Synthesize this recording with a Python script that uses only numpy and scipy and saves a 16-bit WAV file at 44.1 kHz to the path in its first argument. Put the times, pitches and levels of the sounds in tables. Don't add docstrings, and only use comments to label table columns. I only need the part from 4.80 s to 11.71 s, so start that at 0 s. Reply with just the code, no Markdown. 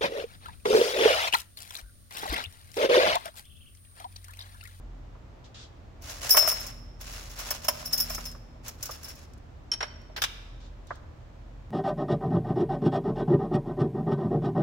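import sys
import numpy as np
from scipy import signal
from scipy.fft import rfft, irfft
from scipy.io import wavfile
from scipy.ndimage import map_coordinates

SR = 44100
rng = np.random.default_rng(int(sys.argv[2]) if len(sys.argv) > 2 else 0)


def inscribe(sig):
    pcm = np.round(np.clip(np.atleast_2d(sig).T, -1, 1) * 32767)
    wavfile.write(sys.argv[1], SR, pcm.astype(np.int16))


N = 304554
TIME = np.arange(N) / SR
AGE = TIME[:SR]

# f/Hz, relative level/dB
AIR_SPECTRUM = [(15, -28.5), (30, -12), (45, -14.5), (60, -9), (76, -3), (97, -13), (120, -7.5), (148, -22),
                (290, -21.5), (420, -26.5), (600, -24.5), (2500, -40.5), (7000, -51.5), (9500, -64)]
# f/Hz, correlation
AIR_LIKENESS = [(60, 0.91), (150, 0.86), (300, 0.63), (700, 0), (2000, 0), (15000, 0.21)]
# t/s, level/dB
DRONE_LEVEL = [(0.0, -45), (0.13, -41.5), (0.75, -62.5), (1.36, -49.5), (1.71, -55), (1.81, -46),
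               (2.64, -45.5), (2.9, -58), (3.31, -40.5), (4.33, -62.5), (4.6, -50), (4.62, -57.5),
               (5.86, -44), (6.35, -55.5), (6.73, -44), (6.91, -47)]
# t/s, relative level/dB
HUM_LEVEL = [(0.0, -66), (1.29, -72.5), (2.0, -58.5), (2.58, -66), (3.25, -53), (4.08, -65.5), (6.91, -67)]
# t/s, relative
# level/dB, contact cut-off f/Hz
BOARD_KNOCKS = [(.35, -46, 1600), (1.545, -17.5, 2150), (1.563, -24, 3020), (1.569, -12, 3700),
                (1.624, -24, 1450), (1.647, -24.5, 1560), (1.674, -19, 3060), (1.72, -28, 2590),
                (2.609, -35, 2480), (2.708, -25, 3270), (2.846, -32.5, 3460), (2.883, -16.5, 3450),
                (3.023, -37, 1360), (3.301, -28.5, 3070), (3.378, -28, 2190), (3.547, -41, 1790),
                (3.754, -44.5, 900), (4.091, -28.5, 1650), (5.028, -29, 3300), (5.295, -41, 935),
                (6.105, -22.5, 1795)]
# f/Hz, relative level/dB
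BOARD_SPECTRUM = [(150, -29), (330, -10), (480, -5), (620, 7.5), (800, -4.5), (1050, 2), (1300, 1),
                  (1700, -3), (2200, -3.5), (3100, -4), (4000, -11.5), (8000, -2)]
# f/Hz, relative level/dB, t60/s
BOARD_RESONANCES = [(542, -9.5, 0.11), (602, -5, 0.4), (664, -7.5, 0.091), (770, -10.5, 0.17),
                    (985, -3.5, .16)]
# t/s, length/s, level/dB
SCUFF_STROKES = [(.64, 0.02, -56.5), (.742, 0.098, -50), (5.8, .07, -61), (6.07, 0.094, -61.5)]
# f/Hz, relative level/dB
SCUFF_SPECTRUM = [(710, -42.5), (1200, -8.5), (1970, -10), (2250, -11.5), (3460, -1), (4710, -5),
                  (7030, -10.5), (14000, -54.5)]
# t/s, relative level/dB
HAND_TICKS = [(3.5132, -40.5), (4.5344, -50), (4.5776, -56.5), (5.215, -59), (6.0696, -52), (6.155, -52)]
# t/s, length/s, relative crinkle level/dB
BAG_DIGS = [(1.203, 0.12, -55.5), (1.25, 0.17, -52), (1.401, 0.31, -41.5), (1.732, .14, -48),
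            (2.189, 0.21, -50.5), (2.4, 0.23, -60.5), (2.552, 0.2, -48), (2.809, .25, -51),
            (3.101, 0.1, -46.5), (3.232, 0.17, -49.5), (3.4, 0.093, -57), (3.826, 0.052, -53.5),
            (3.978, 0.18, -54.5), (4.215, 0.1, -53), (4.352, 0.06, -63.5)]
# f/Hz, relative level/dB
BAG_SPECTRUM = [(200, -17.5), (400, 0), (620, 8.5), (850, 2), (1700, 3.5), (2700, 1), (3900, -1.5),
                (5500, 2.5), (7000, 1.5), (9000, -8.5), (11500, -4.5), (14000, -15.5), (15700, -6)]
# t/s, relative tick level/dB, relative ring level/dB, lowest-mode t60/s
WASHER_CLINKS = [(1.492, -22, -25.5, 0.23), (1.505, -19, -14.5, 0.094), (1.521, -23, -20, 0.25),
                 (1.568, -14, -17, 0.094), (1.586, -18, -23.5, .2), (1.6733, -24, -22, 0.11),
                 (1.6859, -21.5, -24.5, .12), (1.713, -30, -27.5, .08), (1.801, -45, -36.5, 0.0734),
                 (2.4946, -51, -54.5, .08), (2.588, -34.5, -44, .16), (2.7054, -24, -27.5, 0.053),
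                 (2.8442, -33.5, -38, 0.084), (2.8823, -20, -21, 0.045), (3.054, -36.5, -31.5, 0.12),
                 (3.129, -26, -23.5, 0.11), (3.177, -26.5, -27, .12), (3.1995, -27, -21.5, 0.12),
                 (3.2988, -34, -34, 0.203), (3.347, -27.5, -37.5, 0.2), (3.4527, -33.5, -38, 0.17),
                 (3.8804, -30, -48, .1), (4.027, -26.5, -38, 0.061), (4.0554, -30.5, -45.5, .16),
                 (4.109, -36.5, -40, 0.14), (4.242, -42, -40.5, 0.084), (4.2837, -41, -42.5, 0.14),
                 (5.365, -44, -43.5, 0.21), (5.418, -35, -31, 0.052)]
# mean f/Hz, relative spread between washers, left-right level/dB
WASHER_MODES = [(5347, 0.027, 2), (10370, 0.014, 1.5), (13830, 0.024, -2.5)]
# t/s, lowest mode f/Hz, level/dB, t60/s, left-right level/dB
FREE_WASHERS = [(1.505, 5200, -21, .14, 13), (1.572, 5355, -13, 0.32, 10), (1.676, 5320, -39.5, 0.87, -10),
                (3.057, 5360, -41.5, .61, 2), (3.131, 5190, -21.5, 0.071, 22), (3.454, 5220, -33.5, 0.2, 2)]
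# t/s, contact level/dB, contact cut-off f/Hz, relative ring level/dB
ROD_CONTACTS = [(4.9163, -39, 7160, -19.5), (4.935, -41.5, 5000, -23.5), (5.005, -31.5, 2080, -36),
                (5.0261, -33, 2500, -31), (5.362, -36.5, 4430, -60.5), (5.375, -37, 2150, -55.5)]
# f/Hz, relative level/dB
ROD_SPECTRUM = [(200, -37), (450, -4.5), (950, -3), (1150, -6), (1450, 2), (1800, -2), (2500, -4),
                (5000, 0), (9000, -10.5), (16000, -15.5)]
# f/Hz, relative gripped level/dB, lingering level re contact/dB, lingering t60/s
ROD_WASHER_MODES = [(2514, -32, -30, .4), (3092, -13, -18, .7), (4554, -34, -29, .7), (5502, -1, -29, .6),
                    (5545, -14, -32, .55), (5582, -9, -30, .3), (6210, -22, -31, .65), (8125, -36, -42, .7),
                    (10170, -24, -36, .3), (10970, -31, -50, .2), (14860, -38, -47, .37)]
# t/s, level/dB, t60/s
PANEL_CLAPS = [(5.418, -26, 0.066), (5.4372, -24.5, 0.056)]
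# f/Hz, relative level/dB
PANEL_SPECTRUM = [(200, -27), (600, -10.5), (900, -7), (1200, -2.5), (1700, 0.5), (2000, -5), (3000, -1.5),
                  (3550, 2.5), (4400, -8.5), (5500, -2.5), (8500, -16), (10300, -16), (12500, -29),
                  (13750, -15), (15000, -28)]
# f/Hz, relative level/dB, t60/s
METALWORK_MODES = [(1140, -6, .25), (2266, -8, 0.51), (2320, -3.5, 1), (2480, -6.5, 0.85), (2860, 0, 0.57),
                   (2770, -3.5, 0.53), (3140, -7, 0.55), (3100, -10.5, 0.98), (3490, -3, 0.4),
                   (3686, -5.5, 1.0), (3800, -7, 1), (3700, -6, 0.75), (5440, -23, .9), (10260, -17, 0.37),
                   (14020, -20, 0.42)]


def from_db(db):
    return 10 ** (np.asarray(db) / 20)


def rms_one(x):
    return x / np.sqrt(np.mean(x ** 2) + 1e-20)


def struck(x):
    return x / np.sqrt(np.mean(x[:, :SR // 50] ** 2) + 1e-20)


def fade(t60, size=SR):
    return np.exp(-np.log(1000) * AGE[:size] / max(t60, .003))


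def swell(rise, size=SR):
    return 1 - np.exp(-AGE[:size] / rise)


def pan(db):
    return from_db(np.array([[db], [-db]]) / 2)


def at_hz(points, hz):
    f, value = np.transpose(points)
    return np.interp(np.log(hz + 1), np.log(f), value)


def level(rows):
    return from_db(np.interp(TIME, *np.transpose(rows)))


def add(out, s, sound):
    start = int(s * SR)
    out[:, start:start + sound.shape[1]] += sound[:, :N - start]


def colour(x, spectrum):
    size = 2048
    magnitude = from_db(at_hz(spectrum, np.fft.rfftfreq(size, 1 / SR)))
    cepstrum = irfft(np.log(magnitude))
    cepstrum[1:size // 2] *= 2
    cepstrum[size // 2 + 1:] = 0
    response = irfft(np.exp(rfft(cepstrum)))
    return signal.oaconvolve(x, response[None], axes=1)[:, :x.shape[1]]


def drift(rate):
    knots = rng.standard_normal(2048)
    coarse = TIME[::100]
    return np.interp(TIME, coarse, map_coordinates(knots, [coarse * rate], order=3, mode="wrap"))


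def blow(spectrum, t60, cut_hz=None, rise=0.001, alike=0.34, order=8):
    size = SR // 8
    shared, own = rng.standard_normal(size), rng.standard_normal((2, size))
    burst = (own + alike * shared) * fade(t60, size) * swell(rise, size)
    x = colour(burst, spectrum)
    if cut_hz:
        lowpass = signal.butter(order, min(cut_hz, SR * .45), fs=SR, output="sos")
        x = signal.sosfilt(lowpass, x)
    return struck(x)


def ring(hz, envelope, scatter=0.21):
    phase = rng.random() + scatter * rng.standard_normal((2, 1))
    return np.sin(2 * np.pi * (hz * AGE[:len(envelope)] + phase)) * envelope


def cluster(hz, spread, envelope, count=8):
    offsets = np.linspace(-1.6, 1.6, count) + rng.uniform(-.2, .2, count)
    return struck(sum(np.exp(-k * k / 4) * ring(hz * (1 + spread * k), envelope) for k in offsets))


def strokes(rows, attack_s, t60):
    out = np.zeros((1, N))
    for s, length, db in rows:
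        release_db = -60 * np.maximum(AGE - length, 0) / t60
        add(out, s, from_db(db + release_db) * np.minimum(AGE / attack_s, 1)[None])
    return out[0]


def outdoors(air_db=-48, drone_hz=42.8, hum_hz=78.7, hum_db=-1, waver_hz=0.95):
    hz = np.fft.rfftfreq(N, 1 / SR)
    mid, side = rfft(rng.standard_normal((2, N))) * from_db(at_hz(AIR_SPECTRUM, hz))
    alike = np.clip(at_hz(AIR_LIKENESS, hz), -1, 1)
    opposed = side * [[1], [-1]]
    air = rms_one(irfft(np.sqrt(1 + alike) * mid + np.sqrt(1 - alike) * opposed, N))
    drone = np.sin(2 * np.pi * np.cumsum(drone_hz + waver_hz * drift(4.6)) / SR)
    turn = 2 * np.pi * np.cumsum(hum_hz + .5 * drift(6.5)) / SR
    hum = np.sin(3 * turn) + np.sin(2 * turn)
    engines = level(DRONE_LEVEL) * drone + from_db(hum_db) * level(HUM_LEVEL) * hum
    return (from_db(air_db) * air + np.sqrt(2) * engines) * pan(-0.64)


def board(gain_db=-11, side_db=-3.0, knock_t60=0.057, soft_hz=1742, soft_ring_db=-25.5, db_per_octave=10):
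    out = np.zeros((2, N))
    for s, db, cut_hz in BOARD_KNOCKS:
        knock = blow(BOARD_SPECTRUM, knock_t60, cut_hz, rise=0.0017, alike=0.78)
        add(out, s, from_db(db + gain_db) * knock)
        ring_db = db + soft_ring_db + db_per_octave * np.log2(cut_hz / soft_hz)
        for hz, mode_db, mode_t60 in BOARD_RESONANCES:
            add(out, s, from_db(ring_db + mode_db) * ring(hz, fade(mode_t60, size=SR // 4)))
    return out * pan(side_db)


def handling(tick_db=-12, tick_t60=0.0277, attack_s=0.0039, scuff_t60=0.16):
    rubbing = rms_one(colour(rng.standard_normal((2, N)), SCUFF_SPECTRUM))
    out = strokes(SCUFF_STROKES, attack_s, scuff_t60) * rubbing
    for s, db in HAND_TICKS:
        tick = blow([(800, -27), (6000, 13.0), (15000, -2)], tick_t60)
        add(out, s, from_db(db + tick_db) * tick)
    return out


def bag_effort(left_s=4.5, jolt_db=-23, jolt_s=.008, patchy_db=2.0):
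    jolts = [(s, jolt_s, tick_db + jolt_db) for s, tick_db, ring_db, t60 in WASHER_CLINKS if s < left_s]
    digging = strokes(BAG_DIGS, attack_s=0.038, t60=0.28)
    jolting = strokes(jolts, jolt_s, t60=0.095)
    return np.hypot(digging, jolting) * from_db(patchy_db * drift(40))


def bag(per_s=900, size_db=2.0, snap_t60=0.025, gain_db=6.0, grind_db=-7, shift_db=3.0, count=16):
    effort = bag_effort()
    creases = []
    for _ in range(count):
        spectrum = [(hz, db + shift_db * rng.standard_normal()) for hz, db in BAG_SPECTRUM]
        creases.append(blow(spectrum, snap_t60))
    sizes = from_db(size_db * np.minimum(rng.exponential(1, N), 4)) * rng.choice([-1, 1], N)
    moving = effort > 1e-7
    film = np.zeros((2, N))
    for i in np.flatnonzero(moving & (rng.random(N) < per_s / SR)):
        add(film, TIME[i], sizes[i] * creases[i % count][:, :SR // 40])
    film = film / film[:, moving].std() * effort
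    grind = np.zeros((2, N))
    for hz, spread, side_db in WASHER_MODES:
        b, a = signal.iirpeak(hz, 1 / (2 * spread), fs=SR)
        grind += signal.lfilter(b, a, film + 1e-18)
    return from_db(gain_db) * (film + from_db(grind_db) * grind)


def stray_clinks(per_s=12, tick_db=9.5, ring_db=-1, t60=.1, scatter_db=6.5):
    rows = []
    for s, length, db in BAG_DIGS:
        for chance, place, strength in rng.random((4, 3)):
            if chance < per_s * length / 4:
                force_db = db + scatter_db * (2 * strength - 1)
                rows.append((s + place * length, force_db + tick_db, force_db + ring_db, t60))
    return rows


def free_washers(rise, upper_db=-21):
    out = np.zeros((2, N))
    for s, low_hz, db, t60, side_db in FREE_WASHERS:
        envelope = from_db(db) * fade(t60) * swell(rise)
        add(out, s, pan(side_db) * ring(low_hz, envelope, scatter=.1))
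        scale = low_hz / WASHER_MODES[0][0]
        for hz, spread, upper_side_db in WASHER_MODES[1:]:
            add(out, s, from_db(upper_db) * pan(upper_side_db) * ring(hz * scale, envelope))
    return out


def washers(tick_db=-6, tick_t60=0.06, middle_db=-8.5, ring_db=-4, top_db=-2.5,
            rise=0.0048, tick_rise=0.00074, detune=.004, top_fade=0.94):
    size = SR // 6
    tick_spectrum = [(500, -19.5), (3900, -15), (6000, 0.0), (9000, -14.0), (12000, -8), (15500, -5)]
    out = free_washers(rise)
    for s, contact_db, low_db, t60 in list(WASHER_CLINKS) + stray_clinks():
        tick = blow(tick_spectrum, tick_t60, rise=tick_rise)
        add(out, s, from_db(contact_db + tick_db) * tick)
        bright_db = 0.19 * (low_db + 21.5)
        pitch = 1 + detune * rng.standard_normal()
        mode_levels = [0, bright_db / 2 + middle_db, bright_db + top_db]
        for (hz, spread, side_db), mode_db in zip(WASHER_MODES, mode_levels):
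            octaves = np.log2(hz / WASHER_MODES[0][0])
            envelope = fade(t60 * top_fade ** octaves, size) * swell(rise, size)
            sound = pan(side_db) * cluster(hz * pitch, spread, envelope)
            add(out, s, from_db(low_db + mode_db + ring_db) * sound)
    return out


def rod(contact_t60=0.08, held_t60=0.061, modes_db=5, side_db=-1, waver_db=4.0, waver_per_s=45):
    out = np.zeros((2, N))
    for s, contact_db, cut_hz, ring_db in ROD_CONTACTS:
        add(out, s, from_db(contact_db) * blow(ROD_SPECTRUM, contact_t60, cut_hz, rise=0.0015, order=2))
        for hz, held_db, linger_db, t60 in ROD_WASHER_MODES:
            held = from_db(ring_db + held_db + modes_db) * fade(held_t60)
            linger = from_db(contact_db + linger_db) * fade(t60)
            grip = from_db(waver_db * drift(waver_per_s)[:SR] * swell(held_t60))
            add(out, s, ring(hz, (held + linger) * grip * swell(0.0012), scatter=0.095))
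    return out * pan(side_db)


def panel(ring_db=-27.5, spread=0.011):
    out = np.zeros((2, N))
    for s, db, t60 in PANEL_CLAPS:
        add(out, s, from_db(db) * blow(PANEL_SPECTRUM, t60, rise=0.0016))
        for hz, mode_db, mode_t60 in METALWORK_MODES:
            modes = cluster(hz, spread, fade(mode_t60, size=SR // 2), count=5)
            add(out, s, from_db(db + ring_db + mode_db) * modes)
    return out


def cabin(x, wet_db=-17.5, low_t60=1.0, high_t60=0.5, split_hz=4500, treble_db=-3):
    white = rng.standard_normal((2, SR))
    low = signal.sosfilt(signal.butter(2, split_hz, fs=SR, output="sos"), white)
    high = signal.sosfilt(signal.butter(2, split_hz, "high", fs=SR, output="sos"), white)
    tail = (low * fade(low_t60) - from_db(treble_db) * high * fade(high_t60)) * swell(.006)
    unit_tail = tail / np.sqrt(np.sum(tail ** 2) / 2)
    return from_db(wet_db) * signal.oaconvolve(x, unit_tail, axes=1)[:, :N]


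def scene():
    near = board() + handling() + bag() + washers() + rod() + panel()
    return outdoors() + near + cabin(near)


def record(dry):
    return signal.sosfilt(signal.ellip(10, .2, 70, 15900, fs=SR, output="sos"), dry)


dry = scene()
out = record(dry)
inscribe(out)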